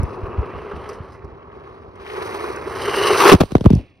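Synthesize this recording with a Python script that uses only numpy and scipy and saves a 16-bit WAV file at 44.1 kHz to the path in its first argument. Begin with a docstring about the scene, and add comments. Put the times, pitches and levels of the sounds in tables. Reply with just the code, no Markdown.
"""A dirt lot: a remote-controlled truck circles, coasts, then speeds straight into a camera on the ground.
Random tyre blows ring its hollow body, fine grains make the crunch and grit, banded noise the gear whirr. Wind
at the microphone is low noise with soft thumps; bright ticks, snaps and scrapes are short bursts. The camera is
knocked over and tumbles in overloaded thumps, each heard as a quick fall in pitch."""
import sys
import numpy as np
from scipy import signal
from scipy.fft import rfft, irfft
from scipy.io import wavfile

SR = 44100
rng = np.random.default_rng(int(sys.argv[2]) if len(sys.argv) > 2 else 0)


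def unload_audio(sound):
    """Save the sound as a 16-bit wav file, at the path given as the first command line argument."""
    columns = np.transpose(np.atleast_2d(sound))
    # keep every value between -1 and 1, then stretch to whole-number steps
    steps = np.round(np.clip(columns, -1, 1) * 32767)
    wavfile.write(sys.argv[1], SR, steps.astype(np.int16))


N = 176400
T = np.arange(N) / SR

# the truck's drive past the microphone, before trims and flicker:
# (t/s, body level/dB, midrange crunch level/dB, grit level/dB)
DRIVE = [(0, -31.5, -44, -60), (.17, -32.5, -51, -63.5), (.42, -32.5, -46.5, -66.5),
         (.62, -34.5, -44, -62.5), (.8, -34.5, -46.5, -62.5), (.92, -34.5, -43, -57.5),
         (.97, -37.5, -52, -64.5), (1.07, -40.5, -52, -68), (1.12, -42.5, -51.5, -63), (1.2, -43, -54, -72),
         (1.48, -42, -57, -75), (1.66, -40.5, -51.5, -67), (1.92, -44, -60, -72.5), (2.05, -38, -40.5, -56),
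         (2.18, -28, -35.5, -48), (2.35, -28.5, -36.5, -46.5), (2.5, -27, -35.5, -48),
         (2.55, -30, -37.5, -53.5), (2.68, -30.5, -38, -51), (2.76, -27.5, -35, -45), (2.87, -26, -30, -38),
         (3.06, -18.5, -24, -31), (3.19, -18, -22.5, -27.5), (3.245, -16, -23, -27), (3.3, -12, -16.5, -25),
         (3.335, -21, -33.5, -26.5), (3.36, -30, -42, -44.5), (3.48, -49, -61, -54), (3.62, -60, -52, -58),
         (3.7, -41.5, -73, -58), (3.81, -71, -70, -59.5), (3.84, -60.5, -82, -70), (4, -72, -85, -78.5)]
# balance of the truck and its scrapes (t/s, left minus right level/dB)
BALANCE = [(0, 4.5), (.5, 1), (1, 0), (2.1, -2), (3.05, 0.5), (3.28, 1.5), (3.5, -8.5), (4, -2)]
TICK_RISE_S = 0.0011  # attack of cracks, clacks, ticks and snaps
LEFT_RIGHT = np.array([[.5], [-.5]])  # shares a difference between the two ports


def amp(db):
    """Decibels to gain."""
    return 10 ** (np.asarray(db) / 20)


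def unit(x):
    """Scales to rms 1."""
    return x / np.sqrt(np.mean(x ** 2) + 1e-20)


def curve(table, axis=1):
    """One column of a time table, at every sample."""
    rows = np.array(table)
    return np.interp(T, rows[:, 0], rows[:, axis])


def read(points, hz):
    """Reads a spectrum on a log-frequency axis."""
    f, value = np.transpose(points)
    return np.interp(np.log(hz + 1), np.log(f), value)


def add(mix, s, sound):
    """Mixes a stereo sound in at time s, trimming what falls outside."""
    at = round(s * SR)
    sound = sound[:, max(-at, 0):]
    part = mix[:, max(at, 0):][:, :sound.shape[1]]
    part += sound[:, :part.shape[1]]


def pan(db):
    """Left and right gains for a level difference."""
    return amp(LEFT_RIGHT * db)


def burst(start, rise, hold, decay):
    """An envelope of attack, hold and exponential release, all in seconds."""
    t = np.maximum(T - start, 0)
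    return np.minimum(t / rise, 1) * np.exp(-np.maximum(t - rise - hold, 0) / decay)


def noise():
    """Two channels of white noise."""
    return rng.standard_normal((2, N))


def grains(per_s, spread_db):
    """Random tiny impacts of uneven size and either sign."""
    size = amp(spread_db * np.minimum(rng.exponential(1, (2, N)), 3))
    struck = rng.random((2, N)) < per_s / SR
    return unit(size * np.sign(noise()) * struck)


def wobble(rate_hz):
    """Random motion of rms 1, weaker above rate_hz and without drift below a tenth of it."""
    hz = np.fft.rfftfreq(N, 1 / SR)
    gain = (hz > rate_hz / 10) / (1 + (hz / rate_hz) ** 2)
    return unit(irfft(rfft(rng.standard_normal(N)) * gain, N))


def colour(x, spectrum=None):
    """Shapes two unrelated signals and makes them as alike as the two microphone ports hear them."""
    # likeness of the ports (f/Hz, left-right correlation)
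    likeness = [(60, 0.73), (250, 0.85), (500, 0.89), (1200, 0.94), (3000, 1), (5500, 1), (9000, 0.92),
                (11000, 1), (14500, 0.93)]
    hz, (a, b) = np.fft.rfftfreq(N, 1 / SR), rfft(x)
    same = np.clip(read(likeness, hz), -.99, .99)
    mid, side = a * np.sqrt(1 + same), b * np.sqrt(1 - same)
    gain = 1 if spectrum is None else amp(read(spectrum, hz))
    return unit(irfft(np.array([mid + side, mid - side]) * gain, N))


def resonate(x, hz, width):
    """A resonance of gain 1: shifts hz down to zero, smooths there and shifts back."""
    turn, r = np.exp(2j * np.pi * hz * T), np.exp(-np.pi * width / SR)
    return 2 * (turn * signal.lfilter([1 - r], [1, -r], x / turn)).real


def resonate_twice(x, hz, width):
    """The same resonance in two passes, for steeper flanks, at rms 1."""
    return unit(resonate(resonate(x, hz, width), hz, width))


def narrow(x, hz, width):
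    """A band of steady power whose centre and width (at -6 dB) follow curves."""
    f, t, z = signal.stft(x, SR, nperseg=512, noverlap=384)
    centre, wide = np.interp(t, T, hz), np.interp(t, T, width)
    gain = (1 + (1.22 * (f[:, None] - centre) / wide) ** 2) ** -2.1 / np.sqrt(wide)
    return signal.istft(z * gain, SR, nperseg=512, noverlap=384)[1][:, :N]


def ports(x, table):
    """Phase and level differences between the left and right microphone ports."""
    size = N + SR // 10  # room against wrap-around
    hz, (f, lead, db) = np.fft.rfftfreq(size, 1 / SR), np.transpose(table)
    turn = np.exp(1j * np.array([[1], [0]]) * np.interp(hz, f, lead))
    return irfft(rfft(x, size) * turn * pan(np.interp(hz, f, db)), size)[:, :N]


def thump(hard_hz, lag_s):
    """A blow heard as a quick downward sweep in pitch, later in the left port; a harder blow is loudest higher
    up."""
    start_hz, glide_s, low_hz = 4590, .000305, 73.1  # below low_hz the thud fades away
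    t = np.maximum(np.arange(SR // 8) / SR - LEFT_RIGHT * lag_s, 0)
    hz = start_hz / (1 + t / glide_s)
    size = hz / hard_hz / np.sqrt(1 + (hz / hard_hz) ** 11)
    size = size / np.sqrt(1 + (low_hz / hz) ** 5)
    return size * np.sin(2 * np.pi * start_hz * glide_s * np.log1p(t / glide_s))


def wind():
    """Low noise of uneven level on the microphone, with soft thumps and flutter at each buffet."""
    # steady rumble (f/Hz, level per Hz/dB)
    rumble_spectrum = [(20, -32), (60, 2.5), (100, 1), (160, -6), (300, -6), (700, -16), (3000, -58.5),
                       (16000, -79)]
    # rumble before its flicker (t/s, level/dB)
    rumble_level = [(0, -40), (.45, -37), (.65, -41), (1, -43.5), (1.5, -47), (2.4, -43.5), (2.9, -38.5),
                    (3.3, -50.5), (3.8, -32), (3.88, -55.5), (4, -54)]
    # flutter after a buffet (f/Hz, level per Hz/dB)
    flutter_spectrum = [(20, -44), (70, 11), (130, -3), (250, -7.5), (400, -18.5), (1000, -24.5),
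                        (16000, -92)]
    # buffets on the microphone (t/s, thump level/dB, hardness f/Hz, flutter level/dB)
    buffets = [(-.015, -29, 93, -18), (0.0243, -9.5, 121, -27.5), (0.218, -11.5, 71.5, -36),
               (0.276, -22.5, 130, -41), (0.3748, -8, 82.5, -21.5), (0.545, -30.5, 130, -37),
               (0.729, -21.5, 131, -29), (0.996, -23, 147, -41), (1.235, -30, 113, -31)]
    out = colour(noise(), rumble_spectrum) * amp(curve(rumble_level) + 1.9 * wobble(rate_hz=29))
    flutter = colour(noise(), flutter_spectrum)
    for s, db, hard_hz, flutter_db in buffets:
        add(out, s, amp(db) * thump(hard_hz, lag_s=0.00052))
        out += amp(flutter_db) * burst(s, rise=0.0091, hold=0.01, decay=0.026) * flutter
    return out


def tyres_on_body():
    """Tread blows ring the resonances of the hollow body, over a broader roll on the dirt."""
    # rolling tyres (f/Hz, level per Hz/dB)
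    roll_spectrum = [(30, -29.5), (90, -4.5), (220, -9), (330, -4.5), (520, 0.5), (750, 0), (1100, 4.5),
                     (1400, -5.5), (1800, -14.5), (3000, -48), (16000, -70.5)]
    # resonances of the hollow body (f/Hz, half the width of each pass/Hz, relative level/dB)
    body_modes = [(387.6, 48.7, 6), (433, 100, -8.5), (1075, 130, -9), (1159, 99, -1.5), (1263, 27, -9)]
    ring_db, roll_db = -2.5, -3.5
    tread = colour(grains(per_s=2500, spread_db=3), roll_spectrum)
    ring = unit(sum(amp(db) * resonate_twice(tread, hz, 2 * width) for hz, width, db in body_modes))
    roll = colour(grains(per_s=5000, spread_db=2.5), roll_spectrum)
    return (amp(ring_db) * ring + amp(roll_db) * roll) * amp(curve(DRIVE, axis=1))


def crunch():
    """Dirt under the tyres: dense midrange grains of flickering level."""
    # crunching dirt (f/Hz, level per Hz/dB)
    crunch_spectrum = [(500, -26.5), (1100, -5), (1550, 1), (2100, -0.5), (2600, -8.5), (3100, -8),
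                       (3400, -21), (4500, -26), (16000, -76)]
    trim_db = -2
    level = trim_db + curve(DRIVE, axis=2) + 1.8 * wobble(rate_hz=29)
    return colour(grains(per_s=7000, spread_db=0.5), crunch_spectrum) * amp(level)


def spray():
    """Fine grit thrown by the tyres; air dulls it at a distance, so it brightens as it comes near."""
    # grit close by (f/Hz, level per Hz/dB)
    grit_spectrum = [(1500, -24.5), (3150, -2.5), (3500, -7.5), (3900, 0.5), (5000, -3), (6200, -6.5),
                     (7400, -17), (8600, -0.5), (10500, -14.5), (13000, -16.5), (14500, -10.5),
                     (16000, -20)]
    air_hz, near_db, trim_db = 5500, -48.5, 1.5  # full treble from near_db up
    db = curve(DRIVE, axis=3)
    near = colour(grains(per_s=12000, spread_db=2.5), grit_spectrum)
    air = signal.butter(2, air_hz, fs=SR, output="sos")
    far = signal.sosfilt(air, near)
    far = signal.sosfilt(air, far[:, ::-1])[:, ::-1]  # backwards, to undo the delay
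    share = np.clip(amp(0.4 * (db - near_db)), 0, 1)
    return (share * near + (1 - share) * unit(far)) * amp(trim_db + db + 1.9 * wobble(rate_hz=28))


def gears():
    """Gear whirr: a band of noise whose pitch and level waver around the drive's curves."""
    # whirr before wavering (t/s, centre f/Hz, level/dB, width/Hz)
    whirr_curves = [(0, 2650, -57.5, 809), (.5, 2560, -51, 802), (.9, 3050, -58.5, 800),
                    (1.05, 2500, -71, 794), (1.9, 2550, -81, 810), (2.15, 2190, -51, 718),
                    (2.47, 2400, -48, 694), (2.58, 2300, -55, 597), (2.7, 3020, -55, 595),
                    (2.85, 2970, -38.5, 350), (2.93, 2900, -31.5, 300), (3.0, 2910, -28, 297.6),
                    (3.1, 2840, -24.5, 305), (3.2, 2800, -33, 450), (3.33, 2800, -20.5, 883),
                    (3.355, 2760, -45, 1183), (3.62, 2750, -76, 1523), (3.71, 2900, -45, 1790),
                    (3.83, 2510, -56, 1354), (4, 2496, -68, 1180)]
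    centre_hz = curve(whirr_curves) * (1 + 0.008 * wobble(rate_hz=15))
    whirr = unit(narrow(colour(noise()), centre_hz, curve(whirr_curves, axis=3)))
    return whirr * amp(curve(whirr_curves, axis=2) + 2.0 * wobble(rate_hz=39))


def bumps():
    """Each jolt sets the hollow body humming at a wavering pitch and its panels rattling."""
    # wheels jolt over bumps and into the camera (t/s, body hum level/dB, panel rattle level/dB)
    jolts = [(.12, -37, -58), (.18, -30, -41), (.349, -27, -52), (.425, -23.5, -38), (.552, -32, -41),
             (.648, -28.5, -42), (.708, -28, -34), (.782, -48, -44), (.89, -28, -42), (.915, -34.5, -54),
             (1.237, -35, -52), (1.562, -37.5, -48), (2.339, -34, -33), (2.431, -22.5, -27),
             (2.49, -29, -42), (2.565, -33, -48), (2.658, -25.5, -44), (2.869, -21.5, -27.5),
             (2.933, -32, -30), (2.96, -21.5, -32.5), (3.055, -27, -20.5), (3.1, -13, -22),
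             (3.14, -24, -22), (3.252, -6.5, -9.5), (3.318, 0, -19)]
    hum_hz, rattle_hz = 395.4, 1123
    hum = np.sin(2 * np.pi * np.cumsum(hum_hz * (1 + .05 * wobble(rate_hz=40))) / SR)
    rattle = resonate_twice(colour(grains(per_s=2000, spread_db=2.5)), rattle_hz, 380)
    out = np.zeros((2, N))
    for s, db, rattle_db in jolts:
        jolt = burst(s, rise=0.0054, hold=0.011, decay=0.0082)
        out += (amp(db) * hum + amp(rattle_db) * rattle) * jolt
    return out


def truck():
    """All the truck's sounds flicker together and reach the two ports from its changing direction."""
    # how the ports hear a source far to the right (f/Hz, left lead/rad, left minus right level/dB)
    from_right = [(100, -0.05, 5.5), (510, -1.44, 4), (860, -1.8, 1.5), (1700, -1.67, 3.5),
                  (2350, -1.5, 11.5), (2550, -1, 11), (3350, -4.5, 17.5), (4000, -4.5, 12),
                  (5540, -5.5, 2.5)]
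    # how far the truck is to the right (t/s, share 0-1)
    off_right = [(0, 0.35), (1.05, 0), (1.35, 0.7), (2.1, 0.8), (2.6, 0.51), (2.82, 0), (4, 0.42)]
    sound = tyres_on_body() + bumps() + crunch() + spray() + gears()
    sound = sound * amp(1.3 * wobble(rate_hz=110)) * pan(curve(BALANCE))
    aside = np.clip(curve(off_right), 0, 1)
    return (1 - aside) * sound + aside * ports(sound, from_right)


def ticks_and_snaps():
    """Bright ticks and snaps of small stones and plastic: short bursts of high-passed grains."""
    # bright ticks and snaps (t/s, level/dB, decay/s, lowest f/Hz)
    tick_table = [(.032, -34, 0.00075, 8000), (0.889, -39, 0.0077, 3800), (0.929, -51.5, 0.021, 4000),
                  (1.121, -57.5, 0.027, 4000), (1.246, -60, 0.0036, 4800), (1.956, -59, .006, 4000),
                  (2.405, -52, .004, 4000), (2.56, -38, 0.0041, 4600), (3.286, -15.5, 0.0024, 3500),
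                  (3.3291, -12, 0.0012, 2500), (3.3365, -14.5, 0.001, 2464), (3.5188, -32.5, 0.0012, 5200),
                  (3.7046, -33.5, 0.0008, 3800), (3.7514, -34.5, .0013, 4390)]
    # grains before the high-pass (f/Hz, level per Hz/dB)
    tick_spectrum = [(1500, -29), (3500, -21), (5000, 3.5), (6300, -5.5), (9000, -6), (12000, -20),
                     (16000, -20)]
    ticks, out = colour(grains(per_s=7300, spread_db=3), tick_spectrum), np.zeros((2, N))
    for s, db, decay, low_hz in tick_table:
        tick = signal.sosfilt(signal.butter(4, low_hz, "highpass", fs=SR, output="sos"), ticks)
        out += amp(db) * burst(s, TICK_RISE_S, 0, decay) * unit(tick)
    return out


def scrapes():
    """Close rasps of rubber and plastic, jumping from side to side, each with a boom of the hollow body."""
    # tyres and bumper scrape ground and camera (t/s, hold/s, rasp level/dB, body boom level/dB)
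    strokes = [(3.201, 0.0051, -9, -22), (3.214, 0.0026, -17.5, -19.5), (3.232, 0.0045, -12.5, -21),
               (3.252, 0.015, -10.5, -14.5), (3.275, 0.0037, -11, -11.5), (3.288, 0.0071, -10, -5),
               (3.315, 0.017, -11, -14.5), (3.402, 0.0061, -19.5, -18.5), (3.506, 0.008, -42.5, -40.5),
               (3.647, 0.012, -35.5, -38.5)]
    # rasp (f/Hz, level per Hz/dB)
    rasp_spectrum = [(40, -32.5), (250, -16), (400, -2), (650, -9), (1100, 5), (1550, -8), (2700, -10),
                     (5500, -21), (9000, -28), (12500, -25.5), (16000, -28)]
    rasp = colour(grains(per_s=3500, spread_db=4.5), rasp_spectrum) * pan(4.5 * wobble(rate_hz=270))
    boom = resonate_twice(colour(noise()), 400, 150)
    out = np.zeros((2, N))
    for s, length, db, boom_db in strokes:
        stroke = burst(s, rise=0.0026, hold=length, decay=0.0097)
        out += (amp(db) * rasp + amp(boom_db) * boom) * stroke
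    return pan(curve(BALANCE)) * out


def clack():
    """The short ring of the camera's case: decaying sines."""
    # case modes (f/Hz, time to fall 60 dB/s, relative level/dB)
    case_modes = [(880, .018, -18.5), (1070, 0.013, -6)]
    t = np.arange(SR // 8) / SR
    ring = sum(amp(db - 60 * t / t60) * np.sin(2 * np.pi * hz * t) for hz, t60, db in case_modes)
    return ring * np.minimum(t / TICK_RISE_S, 1)


def knocks():
    """Each blow on the camera is a deep thump and hard clack in both ports, and a dry crack to one side."""
    # blows (t/s, thump level/dB, hardness f/Hz, crack level/dB, crack left minus right level/dB,
    # clack level/dB)
    blows = [(3.318, -1, 430, -6, -16, -12), (3.3232, -2, 450, -6, 25, -19),
             (3.3303, -11, 445, -10, 18, -24), (3.3367, 8.5, 403, -39, 0, -4),
             (3.3477, -0.5, 423, -13.5, 26, -26), (3.4063, -14, 800, -4, 12, -9),
             (3.4127, 0.5, 407, -13, -2, -14.5), (3.4338, -9.5, 510, -21, 12, -16),
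             (3.5188, -14, 300, -26.5, 14, -37), (3.5515, 7.5, 610, -10, 2, -27),
             (3.5652, -28, 607, -28, -21, -28), (3.5807, -23, 500, -37.5, 27, -44),
             (3.6086, -9, 309, -21, 6, -41), (3.6415, -19, 606, -30, -19, -36),
             (3.6487, -4, 238, -36, 5.5, -46), (3.6583, 11.5, 271, -17, 14.5, -1),
             (3.7026, -1.5, 332, -19.5, 13.5, -20), (3.7072, 1, 255, -36, 5, -39),
             (3.73, 2, 230, -26.5, 17, -44.5), (3.751, -5, 183.6, -39, 17, -52),
             (3.7671, -9, 145.5, -34, 18, -47.5)]
    # dry crack (f/Hz, level per Hz/dB)
    crack_spectrum = [(100, 8), (450, 17.5), (700, 9.5), (1100, 4), (1700, -6.5), (3500, -6.5),
                      (6000, -15.5), (10000, -22), (13000, -29.5), (16000, -23)]
    crack_s, crack_hard_hz = 0.0028, 395  # crack decay at this hardness; softer blows die sooner
    out, cracks = np.zeros((2, N)), np.zeros((2, N))
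    for s, db, hard_hz, crack_db, pan_db, clack_db in blows:
        add(out, s, amp(db) * thump(hard_hz, lag_s=0.00036) + amp(clack_db) * clack())
        decay = crack_s * np.sqrt(hard_hz / crack_hard_hz)
        cracks += amp(crack_db) * burst(s, TICK_RISE_S, 0, decay) * pan(pan_db)
    return out + cracks * colour(grains(per_s=6700, spread_db=1.5), crack_spectrum)


def scene():
    """Everything that reaches the microphone."""
    return wind() + truck() + ticks_and_snaps() + scrapes() + knocks()


def record(dry):
    """The ports colour the sound; the recorder overloads at full scale, then limits the band."""
    # the two microphone ports differ in the treble (f/Hz, left lead/rad, left minus right level/dB)
    port_table = [(1000, 0, 0), (1700, 0, -2), (2200, 0, 0), (4800, 0, 1), (6100, -.15, 5), (6400, -1.2, 6),
                  (6750, -3.14, 0), (7950, -3.14, 0), (9000, -4.5, 0), (10200, -6.28, 0), (12100, -6.28, 0),
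                  (13400, -9.2, 0), (15000, -9.42, 0), (16000, -10.2, 0)]
    cutoff_hz = 15850
    heard = ports(dry, port_table)
    clipped = heard / (1 + heard ** 8) ** (1 / 8)
    lowpass = signal.firwin(511, cutoff_hz, window=("kaiser", 9), fs=SR)
    return signal.oaconvolve(clipped, lowpass[None], "same")


dry = scene()
out = record(dry)
unload_audio(out)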